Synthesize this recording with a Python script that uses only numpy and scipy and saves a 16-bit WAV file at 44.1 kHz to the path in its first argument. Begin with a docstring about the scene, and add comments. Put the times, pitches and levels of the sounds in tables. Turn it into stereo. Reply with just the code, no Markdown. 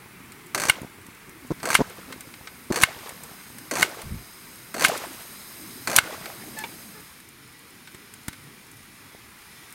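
"""A low rumble and distant rush surround a lantern; metal ticks, fire crackle and faint flame pops begin.
Six pump strokes follow: the check valve chatters faster and faster as decaying noise bursts, bubble tones
gurgle through the fuel, and the plunger clacks home as a noise crack with brass modes while air seeps on.
Volleys of pressure pulses pop in the flame, and the burner's resonant noise hiss grows in steps.
The pump knob squeaks shut in harmonic tones; the hiss then fades from near to far beside the crackle."""
import sys
import numpy as np
from scipy import signal
from scipy.fft import rfft, irfft, next_fast_len
from scipy.io import wavfile
from scipy.ndimage import uniform_filter1d, minimum_filter1d, map_coordinates

SR = 44100
rng = np.random.default_rng(int(sys.argv[2]) if len(sys.argv) > 2 else 0)


def master_out(mix):
    """Clip the mix to full scale and print it as 16-bit PCM to the path in sys.argv[1]."""
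    frames = np.transpose(np.atleast_2d(mix))
    ceiling = np.clip(frames, -1, 1)
    pcm = np.round(ceiling * 32767).astype(np.int16)
    wavfile.write(sys.argv[1], SR, pcm)


N = 429534  # length of the scene in samples


def amp(db):
    """Level definition: decibels to amplitude gain."""
    return 10 ** (np.asarray(db) / 20)


def unit(x):
    """Normalisation: scale to rms 1."""
    return x / np.sqrt(np.mean(x ** 2) + 1e-20)


def along(points, hz):
    """Logarithmic frequency scale: interpolate (f/Hz, value) points on it."""
    f, value = np.transpose(points)
    return np.interp(np.log(hz + 1), np.log(f), value)


def curves(rows, **ends):
    """Linear interpolation: one value per sample for each column after the time."""
    times, *columns = np.transpose(rows)
    return [np.interp(np.arange(N) / SR, times, column, **ends) for column in columns]


def ramp(start, length):
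    """Linear onset: rises from 0 to 1 over length seconds."""
    return np.clip((np.arange(N) / SR - start) / length, 0, 1)


def wobble(rate):
    """Band-limited fluctuation: a smooth random curve through rate knots a second."""
    knots = rng.standard_normal(int(N * rate / SR) + 4)
    return map_coordinates(knots, [np.arange(N) * rate / SR])


def add(track, s, sound):
    """Superposition: mix a sound into a track at time s."""
    part = track[max(round(s * SR), 0):][:len(sound)]
    part += sound[:len(part)]


def filtered(x, response):
    """Linear filtering: multiply the spectrum of x by a response of frequency."""
    m = next_fast_len(N + 8192)
    return irfft(rfft(x, m) * response(np.fft.rfftfreq(m, 1 / SR)), m)[..., :N]


# Interchannel coherence of the sounds close by: f/Hz, left-right likeness/1
PUMP_COHERENCE = [(100, 0.51), (1000, 0.93), (14000, .95)]


def noise(spectrum, peaks=(), alike=PUMP_COHERENCE):
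    """Source-filter principle: stereo noise of rms 1, shaped by a spectrum and bell-shaped resonances."""
    def response(hz):
        db = along(spectrum, hz)
        for centre, width, lift in peaks:
            db = db + lift * np.exp(-2 * ((hz - centre) / width) ** 2)
        # The angle shares the power between mid and side.
        turn = np.arccos(np.clip(along(alike, hz), 0, 1)) / 2
        return amp(db) * [np.cos(turn), np.sin(turn)]
    mid, side = filtered(rng.standard_normal((2, N)), response)
    return unit(np.array([mid + side, mid - side]))


def patchy(x, depth_db, size):
    """Turbulent intermittency: gain varies in patches of time and frequency."""
    z = signal.stft(x, nperseg=size)[2]
    field = uniform_filter1d(rng.standard_normal(z.shape[1:]), size=3, axis=0)
    field = uniform_filter1d(field, size=5, axis=1)
    varied = signal.istft(z * amp(depth_db * unit(field)), nperseg=size)[1]
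    return unit(varied[:, :N])


def decays(rows, attack):
    """Exponential decay: envelope of bursts (t/s, level/dB, T60/s), summed in power."""
    power, t = np.zeros(N), np.arange(SR // 5) / SR
    for s, db, t60 in rows:
        burst = amp(db - 60 * t / t60) * (1 - np.exp(-t / attack))
        add(power, s, burst ** 2)
    return np.sqrt(power)


# Background level: t/s, rumble level/dB, distant rush level/dB
AIR_LEVELS = [(0, -51, -47), (2.5, -50.5, -48.5), (4.5, -52.5, -49), (6.5, -47, -48.5), (7.3, -53.5, -52),
              (9.74, -55, -49.5)]
# Spectral density of the rumble: f/Hz, relative level/dB
RUMBLE_SPECTRUM = [(20, -25), (50, -8), (120, 1), (250, 1.5), (350, -2), (440, -7), (560, -19), (800, -28),
                   (2000, -55)]
# Spectral density of the distant rush: f/Hz, relative level/dB
RUSH_SPECTRUM = [(100, 3.5), (400, -2), (600, -7), (800, -2.5), (1150, 2.5), (1750, 0.5), (2200, 3.5),
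                 (2900, -5.5), (4500, -9.5), (7000, -12.5), (9000, -9), (16000, -12)]
# Interchannel coherence of the air, burner and gutter noise: f/Hz, left-right likeness/1
AIR_COHERENCE = [(30, .5), (120, 0.44), (400, 0.81), (2000, 0.74), (14000, 0.93)]


def campsite():
    """Ambient broadband noise: a low restless rumble and a soft distant rush."""
    rumble_db, rush_db = curves(AIR_LEVELS)
    rumble = patchy(noise(RUMBLE_SPECTRUM, alike=AIR_COHERENCE), depth_db=3.5, size=2048)
    rumble = amp(1.5 * wobble(9)) * rumble
    rush = patchy(noise(RUSH_SPECTRUM, alike=AIR_COHERENCE), depth_db=1.3, size=1024)
    rush = amp(.5 * wobble(6)) * rush
    rumble_balance = amp([[.7], [-.7]])  # left, right
    return amp(rumble_db) * rumble * rumble_balance + amp(rush_db) * rush


# Ticks of the handled metalwork: t/s, body level/dB, treble level/dB
METAL_TICKS = [(0.32, -40, -39), (1.148, -49, -45), (1.6, -36, -56), (1.898, -42, -39), (2.124, -28, -37),
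               (2.207, -39, -32), (2.339, -35, -49), (2.4724, -30, -50), (3.0925, -36, -32.5),
               (3.235, -50, -31), (3.584, -39, -32.5), (4.017, -34.5, -33), (6.257, -28, -37),
               (6.588, -29.5, -26.5), (7.201, -47, -44), (7.874, -35.5, -48), (7.946, -38, -42),
               (8.138, -40, -35.5), (8.2818, -27, -24), (8.329, -35, -42)]
# Modes of the wire frame: f/Hz, level relative to the tick body/dB, T60/s
FRAME_MODES = [(1520, -15.5, .15), (2130, -14, 0.1), (3870, -20, 0.1), (4360, -21, 0.11),
               (8000, -16, 0.063)]
# Spectral density of a tick's body: f/Hz, relative level/dB
TICK_BODY_SPECTRUM = [(200, -16), (700, -3), (1600, 8), (3500, 1), (6000, -4), (16000, -30)]
# Spectral density of tick treble and fire crackle: f/Hz, relative level/dB
TICK_TREBLE_SPECTRUM = [(2000, -33), (5000, -3), (8500, 12), (12000, 6), (16000, 2)]


def ticks(crackle_db=-50, spread_db=4.5):
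    """Impact excitation: metal ticks ring the frame's modes among the fire's faint random crackle."""
    sparks = []
    for u, v in rng.random((70, 2)):
        spark_db = crackle_db + spread_db * min(-np.log(1 - v), 3)
        sparks.append((u * N / SR, spark_db, .02))
    ring, t = np.zeros(N), np.arange(SR // 5) / SR
    hz, level, t60 = np.transpose(FRAME_MODES)[:, :, None]
    for s, body_db, _ in METAL_TICKS:
        strength_db = rng.normal(0, 2.4, hz.shape)
        modes = amp(body_db + level + strength_db - 60 * t / t60) * np.sin(2 * np.pi * hz * t)
        add(ring, s, modes.sum(axis=0))
    bodies = [(s, body_db, .035) for s, body_db, _ in METAL_TICKS]
    trebles = [(s, treble_db, .028) for s, _, treble_db in METAL_TICKS]
    body = decays(bodies, attack=0.00087) * noise(TICK_BODY_SPECTRUM)
    treble = decays(trebles + sparks, attack=0.0003) * noise(TICK_TREBLE_SPECTRUM)
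    return ring + body + treble


# Pop volleys: t/s, length/s, pops/1, first level/dB, swell over the volley/dB, pulse width/s
POP_VOLLEYS = [(.818, .03, 3, -27, 0, .00055), (1.5067, .0125, 3, -18, 2, .0006),
               (1.7905, .0055, 2, -17, 2, .0007), (1.8056, .0105, 4, -11, 1, .00042),
               (2.7027, .009, 3, -17, 3, .0006), (7.948, 0, 1, -35, 0, .0006),
               (8.2838, 0, 1, -24, 0, .0006), (9.149, 0, 1, -34, 0, .0006)]
# Spectral density of the sputter after a pop: f/Hz, relative level/dB
SPUTTER_SPECTRUM = [(40, -27), (150, -21), (320, 1.5), (650, -21), (1100, -6.5), (1600, -17), (2500, -29),
                    (6000, -25.5), (15000, -44)]
# Resonances of the air in the glass globe: f/Hz, width/Hz, lift level/dB
GLOBE_RESONANCES = [(330, 67, 12.5), (930, 120, 17), (1060, 72, 6)]
# Guttering of the priming flame: t/s, level/dB, T60/s
FLAME_GUTTERS = [(4.035, -22, 0.21), (4.105, -16.5, 0.21)]
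# Spectral density of the guttering: f/Hz, relative level/dB
GUTTER_SPECTRUM = [(20, -1), (50, 5), (110, 3), (200, -1), (350, -19), (700, -40), (2000, -80)]
GUTTER_RISE_S = 0.025
MURMUR_UNTIL_S, MURMUR_DB = 3.6, -44.5  # faint random pops of the priming flame; quietest level


def flame(suck=0.25, lag=3.1, sputter_db=-7):
    """Monopole radiation: each pop pushes air, sucks more slowly and sputters; the priming flame gutters."""
    pops, sputters = np.zeros(N), []
    t = np.arange(-SR // 100, SR // 50) / SR
    murmur = [(u * MURMUR_UNTIL_S, 0, 1, MURMUR_DB + 8 * v, 0, .0008) for u, v in rng.random((36, 2))]
    for start, length, count, first_db, swell_db, width in POP_VOLLEYS + murmur:
        for part in np.linspace(0, 1, count):
            late, wider = rng.standard_normal(2) * [.0004, .25]
            s = start + part * length + late
            db = first_db + part * swell_db
            u = t / (width * np.exp(wider))
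            push = np.exp(-u ** 2)
            pull = suck * np.exp(-((u - lag) / 3.9) ** 2)
            add(pops, s + t[0], amp(db) * (push - pull) / (1 - suck))
            sputters.append((s, db + sputter_db, .025))
    sputter = decays(sputters, attack=0.00011) * noise(SPUTTER_SPECTRUM, GLOBE_RESONANCES)
    gutter = decays(FLAME_GUTTERS, attack=GUTTER_RISE_S) * noise(GUTTER_SPECTRUM, alike=AIR_COHERENCE)
    return (pops + sputter + gutter) * amp([[2], [-2.2]])  # left, right


# Pump strokes: t/s, first gap/s, exponent/1, valve level/dB before offsets, rise over the stroke/dB
# Chuff k comes k ** exponent first gaps after t.
PUMP_STROKES = [(.5472, .030, .783, -16, -.5), (1.6303, .0245, .785, -19, 4), (2.7225, .0205, .83, -18, 3),
                (3.7115, .0255, .75, -17, 5), (4.742, .0225, .785, -21, 9), (5.8735, .0245, .75, -17, -1)]
# Spectral density of a chuff: f/Hz, relative level/dB
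CHUFF_SPECTRUM = [(40, -31), (150, 5), (500, -5.5), (1000, 7), (1600, 4), (2300, 3.5), (3200, -6.5),
                  (5300, -5.5), (8500, -3), (11000, -8.5), (16000, -16.5)]
# Resonances of the valve bore: f/Hz, width/Hz, lift level/dB
BORE_RESONANCES = [(1570, 72, 5.5), (4420, 390, 8.5), (6220, 500, 6), (8150, 600, 2.5), (12100, 820, 2.5)]


def valve(push_db=1.5, t60=0.0077, linger_db=-8, unseat_db=1, scatter_db=2.57):
    """Modulated jet noise: the check valve's uneven chuffs crowd together as the plunger speeds up."""
    chuffs = []
    for (start, gap, exponent, db, rise_db), (stop, *_) in zip(PUMP_STROKES, PLUNGER_STOPS):
        times = start + gap * np.arange(10) ** exponent
        progress = (times - start) / (stop - start)
        levels = push_db + db + rise_db * progress + scatter_db * rng.standard_normal(10)
        levels[0] += unseat_db  # the first chuff unseats the valve
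        chuffs += [(s, level, t60) for s, level in zip(times, levels) if s < stop]
    opening = decays(chuffs, attack=.0013)
    leak = decays([(s, db + linger_db, .07) for s, db, _ in chuffs], attack=.002)
    rasp = amp(1.2 * wobble(500))
    return np.hypot(2 * opening, leak) * rasp * noise(CHUFF_SPECTRUM, BORE_RESONANCES)


def bubbles(pitch_hz, spread, cycles, size_db, count):
    """Damped bubble resonance: a steady swarm of short rising tones, rms 1."""
    t = np.arange(SR // 80) / SR
    when, pitch = rng.random(count), rng.standard_normal(count)
    size = np.minimum(rng.exponential(size=count), 3)
    turns = pitch_hz * np.exp(spread * pitch)[:, None] * t
    life = turns / cycles
    envelope = np.exp(-life) * (1 - np.exp(-2 * turns))
    tones = amp(size_db * size)[:, None] * np.sin(2 * np.pi * turns * (1 + life / 20)) * envelope
    places = (when * N).astype(int)[:, None] + np.arange(len(t))
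    return unit(np.bincount(places.ravel(), tones.ravel(), N)[:N])


# Spectral density of the seeping hiss: f/Hz, relative level/dB
SEEP_SPECTRUM = [(100, 0), (400, 0.5), (1300, -0.5), (2500, -2), (4000, -5), (7000, -9), (16000, -20)]
BUBBLING_DB = -33.5  # air forced through the fuel, before gurgle and bass loss


def fuel(hiss_db=-2):
    """Bubble acoustics: air gurgles in during the stroke, then seeps on and dies away in fizz and hiss."""
    push, seep, t = np.zeros(N), np.zeros(N), np.arange(SR) / SR
    for (start, *_), (stop, *_, seep_db, half_life, _) in zip(PUMP_STROKES, PLUNGER_STOPS):
        stroke = signal.windows.tukey(int((stop - start) * SR), .15)
        add(push, start, amp(BUBBLING_DB) * stroke)
        add(seep, stop, amp(seep_db) * .5 ** (t / half_life))
    forced = bubbles(pitch_hz=575, spread=0.53, cycles=6.6, size_db=2.5, count=4000)
    fizz = bubbles(pitch_hz=1112, spread=0.686, cycles=2.44, size_db=3.5, count=3500)
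    seeping = (fizz + amp(hiss_db) * noise(SEEP_SPECTRUM)) / np.sqrt(2)
    gurgle = amp(2 * wobble(35))
    swarm = gurgle * (push * forced + seep * seeping)
    return filtered(swarm, lambda hz: hz / np.hypot(hz, 260))  # the small tank radiates little bass


# Plunger stops: t/s, scrape level/dB, ring level/dB, ring tilt/(dB/octave), crack level/dB,
# seep level/dB, seep half-life/s, step of burner hiss level/dB
PLUNGER_STOPS = [(.6974, -23.5, -1, -1, -5.5, -36, .06, 0), (1.7516, -17, -1, 0, -4.5, -41, 0.26, 1),
                 (2.835, -22, 1, -0.5, -2, -37.5, 0.23, 4), (3.8275, -23, -1.5, -5, -8, -31, 0.084, -0.1),
                 (4.8485, -17, -2, -2.5, -9, -24.5, 0.09, 4.5), (5.9859, -21, -1, 5, -1.5, -34.5, 0.23, -1)]
# Modes of the pump tube and tank: f/Hz, relative level/dB, T60/s
BRASS_MODES = [(1120, -13, .02), (1310, -7, .013), (1505, 0, .019), (2155, 0, .024), (2440, -15, .014),
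               (2800, -4, .023), (3470, -16, .018), (3780, -18, .016), (4160, -18, .016), (5770, -21, .018)]
# Snags of the rod: t/s, level/dB, T60/s
ROD_SNAGS = [(2.8194, -18, 0.055), (4.824, -27, 0.033), (4.858, -21, .04), (4.883, -24, 0.057),
             (4.976, -29.5, 0.04), (5.963, -3.5, 0.031)]
# Spectral density of the crack: f/Hz, relative level/dB
CRACK_SPECTRUM = [(30, -5), (110, 8), (300, -25), (700, -13), (1300, 7), (4000, -1), (6200, -11), (9000, 3),
                  (11000, -7.5), (13000, -9), (16000, -16)]
# Spectral density of the rod's scrape: f/Hz, relative level/dB
SCRAPE_SPECTRUM = [(40, -42), (200, -18), (1500, 12), (3000, 14.5), (5000, 6.5), (9000, 4), (12000, 0.5),
                   (16000, -9)]
# Spectral density of the bright snag rasp: f/Hz, relative level/dB
SNAG_SPECTRUM = [(40, -42), (200, -21), (1500, -5), (3000, 1), (5000, 5.5), (9000, 7), (11500, 8),
                 (13500, 3), (16000, -10)]
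SCRAPE_LEAD_S, SCRAPE_T60_S = 0.0077, 0.13  # the rod scrapes in its cap just before the stop


def plunger():
    """Modal impact: the rod scrapes and snags; the plunger's stop cracks and rings the brass briefly."""
    ring, t = np.zeros(N), np.arange(SR // 10) / SR
    hz, level, t60 = np.transpose(BRASS_MODES)[:, :, None]
    octaves = np.clip(np.log2(hz / 1800), -1, .6)
    cracks, scrapes = [], []
    for stop, scrape_db, ring_db, tilt, crack_db, *_ in PLUNGER_STOPS:
        strength_db, detune = rng.standard_normal((2, len(BRASS_MODES), 1))
        colour_db = level + strength_db + tilt * octaves
        modes = amp(colour_db - 60 * t / t60) * np.sin(2 * np.pi * hz * (1 + .007 * detune) * t)
        add(ring, stop, amp(ring_db) * modes.sum(axis=0) * (1 - np.exp(-t / 0.0006)))
        cracks.append((stop, crack_db, .02))
        scrapes.append((stop - SCRAPE_LEAD_S, scrape_db, SCRAPE_T60_S))
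    crack = decays(cracks, attack=.0001) * noise(CRACK_SPECTRUM)
    scrape = decays(scrapes, attack=0.00022) * noise(SCRAPE_SPECTRUM)
    snag = decays(ROD_SNAGS, attack=.00013) * noise(SNAG_SPECTRUM)
    return ring + crack + scrape + snag


# Spectral density of the near jet: f/Hz, relative level/dB
NEAR_JET_SPECTRUM = [(100, 1), (400, -1.5), (1500, 0), (3200, -1.5), (6000, -6), (10000, -4), (14000, -6),
                     (16000, -8)]
# Burner resonances heard near: f/Hz, width/Hz, lift level/dB
NEAR_RESONANCES = [(3970, 400, 7), (5030, 600, 10), (6450, 480, 9), (8700, 1000, 10), (11250, 1100, 8.5),
                   (12100, 550, 8.5), (13050, 500, 7), (15100, 1300, 6)]
# Far burner: t/s, level/dB
FAR_LEVELS = [(6.8, -73.5), (7.1, -53.5), (8.2, -52.5), (9.3, -54), (9.55, -50), (9.74, -51)]
# Spectral density of the far jet: f/Hz, relative level/dB
FAR_JET_SPECTRUM = [(300, -7.5), (1500, 5.5), (4000, 7), (8000, -2.5), (12000, -1), (16000, -7)]
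# Burner resonances heard from afar: f/Hz, width/Hz, lift level/dB
FAR_RESONANCES = [(1955, 30, 13.4), (2360, 110, 6.4), (5200, 270, 6.3), (6600, 460, 5), (9150, 700, 11),
                  (11000, 810, 6.1), (12650, 550, 8)]
JET_OPENS_S, JET_OPENING_S = 1.15, .5  # the vapour jet starts up
JET_DB, SETTLE_S = -53, 0.12  # level before the pressure steps; length of each step
LEAVE_S, LEAVING_S = 6.75, .6  # the near hiss fades out


def burner():
    """Turbulent jet noise: hiss steps with the pressure after each stroke, and is later heard from afar."""
    pressure_db = sum(step_db * ramp(stop, SETTLE_S) for stop, *_, step_db in PLUNGER_STOPS)
    opening, leaving = ramp(JET_OPENS_S, JET_OPENING_S), ramp(LEAVE_S, LEAVING_S)
    near = amp(JET_DB + pressure_db) * opening * (1 - leaving)
    far = amp(curves(FAR_LEVELS, left=-120)[0])
    near_hiss = noise(NEAR_JET_SPECTRUM, NEAR_RESONANCES, AIR_COHERENCE)
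    near_hiss = patchy(near_hiss, depth_db=1.5, size=512)
    far_hiss = noise(FAR_JET_SPECTRUM, FAR_RESONANCES, AIR_COHERENCE)
    far_hiss = patchy(far_hiss, depth_db=2, size=2048)
    return amp(0.18 * wobble(3.13)) * (near * near_hiss + far * far_hiss)


# Knob squeaks: t/s, length/s, start f/Hz, end f/Hz, level/dB before the fades, roughness/1
KNOB_SQUEAKS = [(6.558, 0.082, 874, 860, -37.5, 0.22), (6.933, 0.089, 433, 424, -50, 0.5)]
# Harmonic envelope of a squeak: f/Hz, relative level/dB
KNOB_SPECTRUM = [(400, 8), (880, -1.5), (1760, 2.5), (2600, -10), (3500, -22), (4400, -10), (6000, -17),
                 (14000, -31)]
# Resonances of the valve seat: f/Hz, width/Hz, lift level/dB
SEAT_RESONANCES = [(450, 150, 24.5), (895, 250, 19), (2320, 190, 14), (2800, 300, 9), (3500, 300, 9)]


def knob():
    """Stick-slip friction: the thread gives short harmonic squeaks and grinds onto its seat."""
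    squeaks = np.zeros(N)
    for s, length, start_hz, end_hz, db, rough in KNOB_SQUEAKS:
        n = int(length * SR)
        jitter = unit(uniform_filter1d(rng.standard_normal(SR), size=40))[:n]
        pitch_hz = np.linspace(start_hz, end_hz, n) * (1 + 0.13 * rough * jitter)
        phase = 2 * np.pi * np.cumsum(pitch_hz) / SR
        tone = sum(amp(along(KNOB_SPECTRUM, k * start_hz)) * np.sin(k * phase) for k in range(1, 10))
        add(squeaks, s, amp(db) * unit(tone) * signal.windows.tukey(n, .5))
    grind = decays([(6.637, -26, 0.082)], attack=0.0018) * noise(TICK_BODY_SPECTRUM, SEAT_RESONANCES)
    return squeaks + grind


# Reverberation of the clearing: f/Hz, T60/s
CLEARING_DECAY = [(150, 0.074), (1500, 0.38), (4000, 0.16), (12000, 0.011)]


def clearing(x):
    """Diffuse scattering: ground, gear and trees return a short tail of decaying noise."""
    hz, t, z = signal.stft(rng.standard_normal((2, SR // 2)), SR, nperseg=256)
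    decay = amp(-60 * t / along(CLEARING_DECAY, hz)[:, None])
    tail = signal.istft(z * decay, SR, nperseg=256)[1]
    tail = tail / np.linalg.norm(tail[0])
    mid, side = signal.fftconvolve(x.mean(axis=0)[None], tail, axes=1)[:, :N]
    return np.array([mid + 0.17 * side, mid - 0.27 * side])


def scene():
    """Superposition: the campsite, the flame and burner, the pump and metalwork close by with their echo."""
    air, fire = campsite(), flame()
    pump = (ticks() + valve() + fuel() + plunger() + knob()) * amp([[-.3], [.3]])  # left, right
    echo = amp(-28) * clearing(pump)
    return air + fire + pump + echo + burner()


TOP_HZ = 15850  # nothing sounds from here up


def record(dry):
    """Peak limiting: a loud peak ducks everything for a moment; the rest saturates at full scale."""
    ceiling, hold_s = amp(4.5), .048
    size = int(hold_s * SR) | 1
    needed = np.minimum(1, ceiling / (np.abs(dry).max(axis=0) + 1e-9))
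    held = minimum_filter1d(needed, size, origin=size // 2)  # the gain stays down after a peak
    limited = dry * uniform_filter1d(held, size=64)
    squashed = limited / (1 + np.abs(limited) ** 6) ** (1 / 6)
    bass_cut = lambda hz: 1j * hz / (1j * hz + 50)
    return filtered(squashed, lambda hz: bass_cut(hz) * (hz < TOP_HZ))


dry = scene()
out = record(dry)
master_out(out)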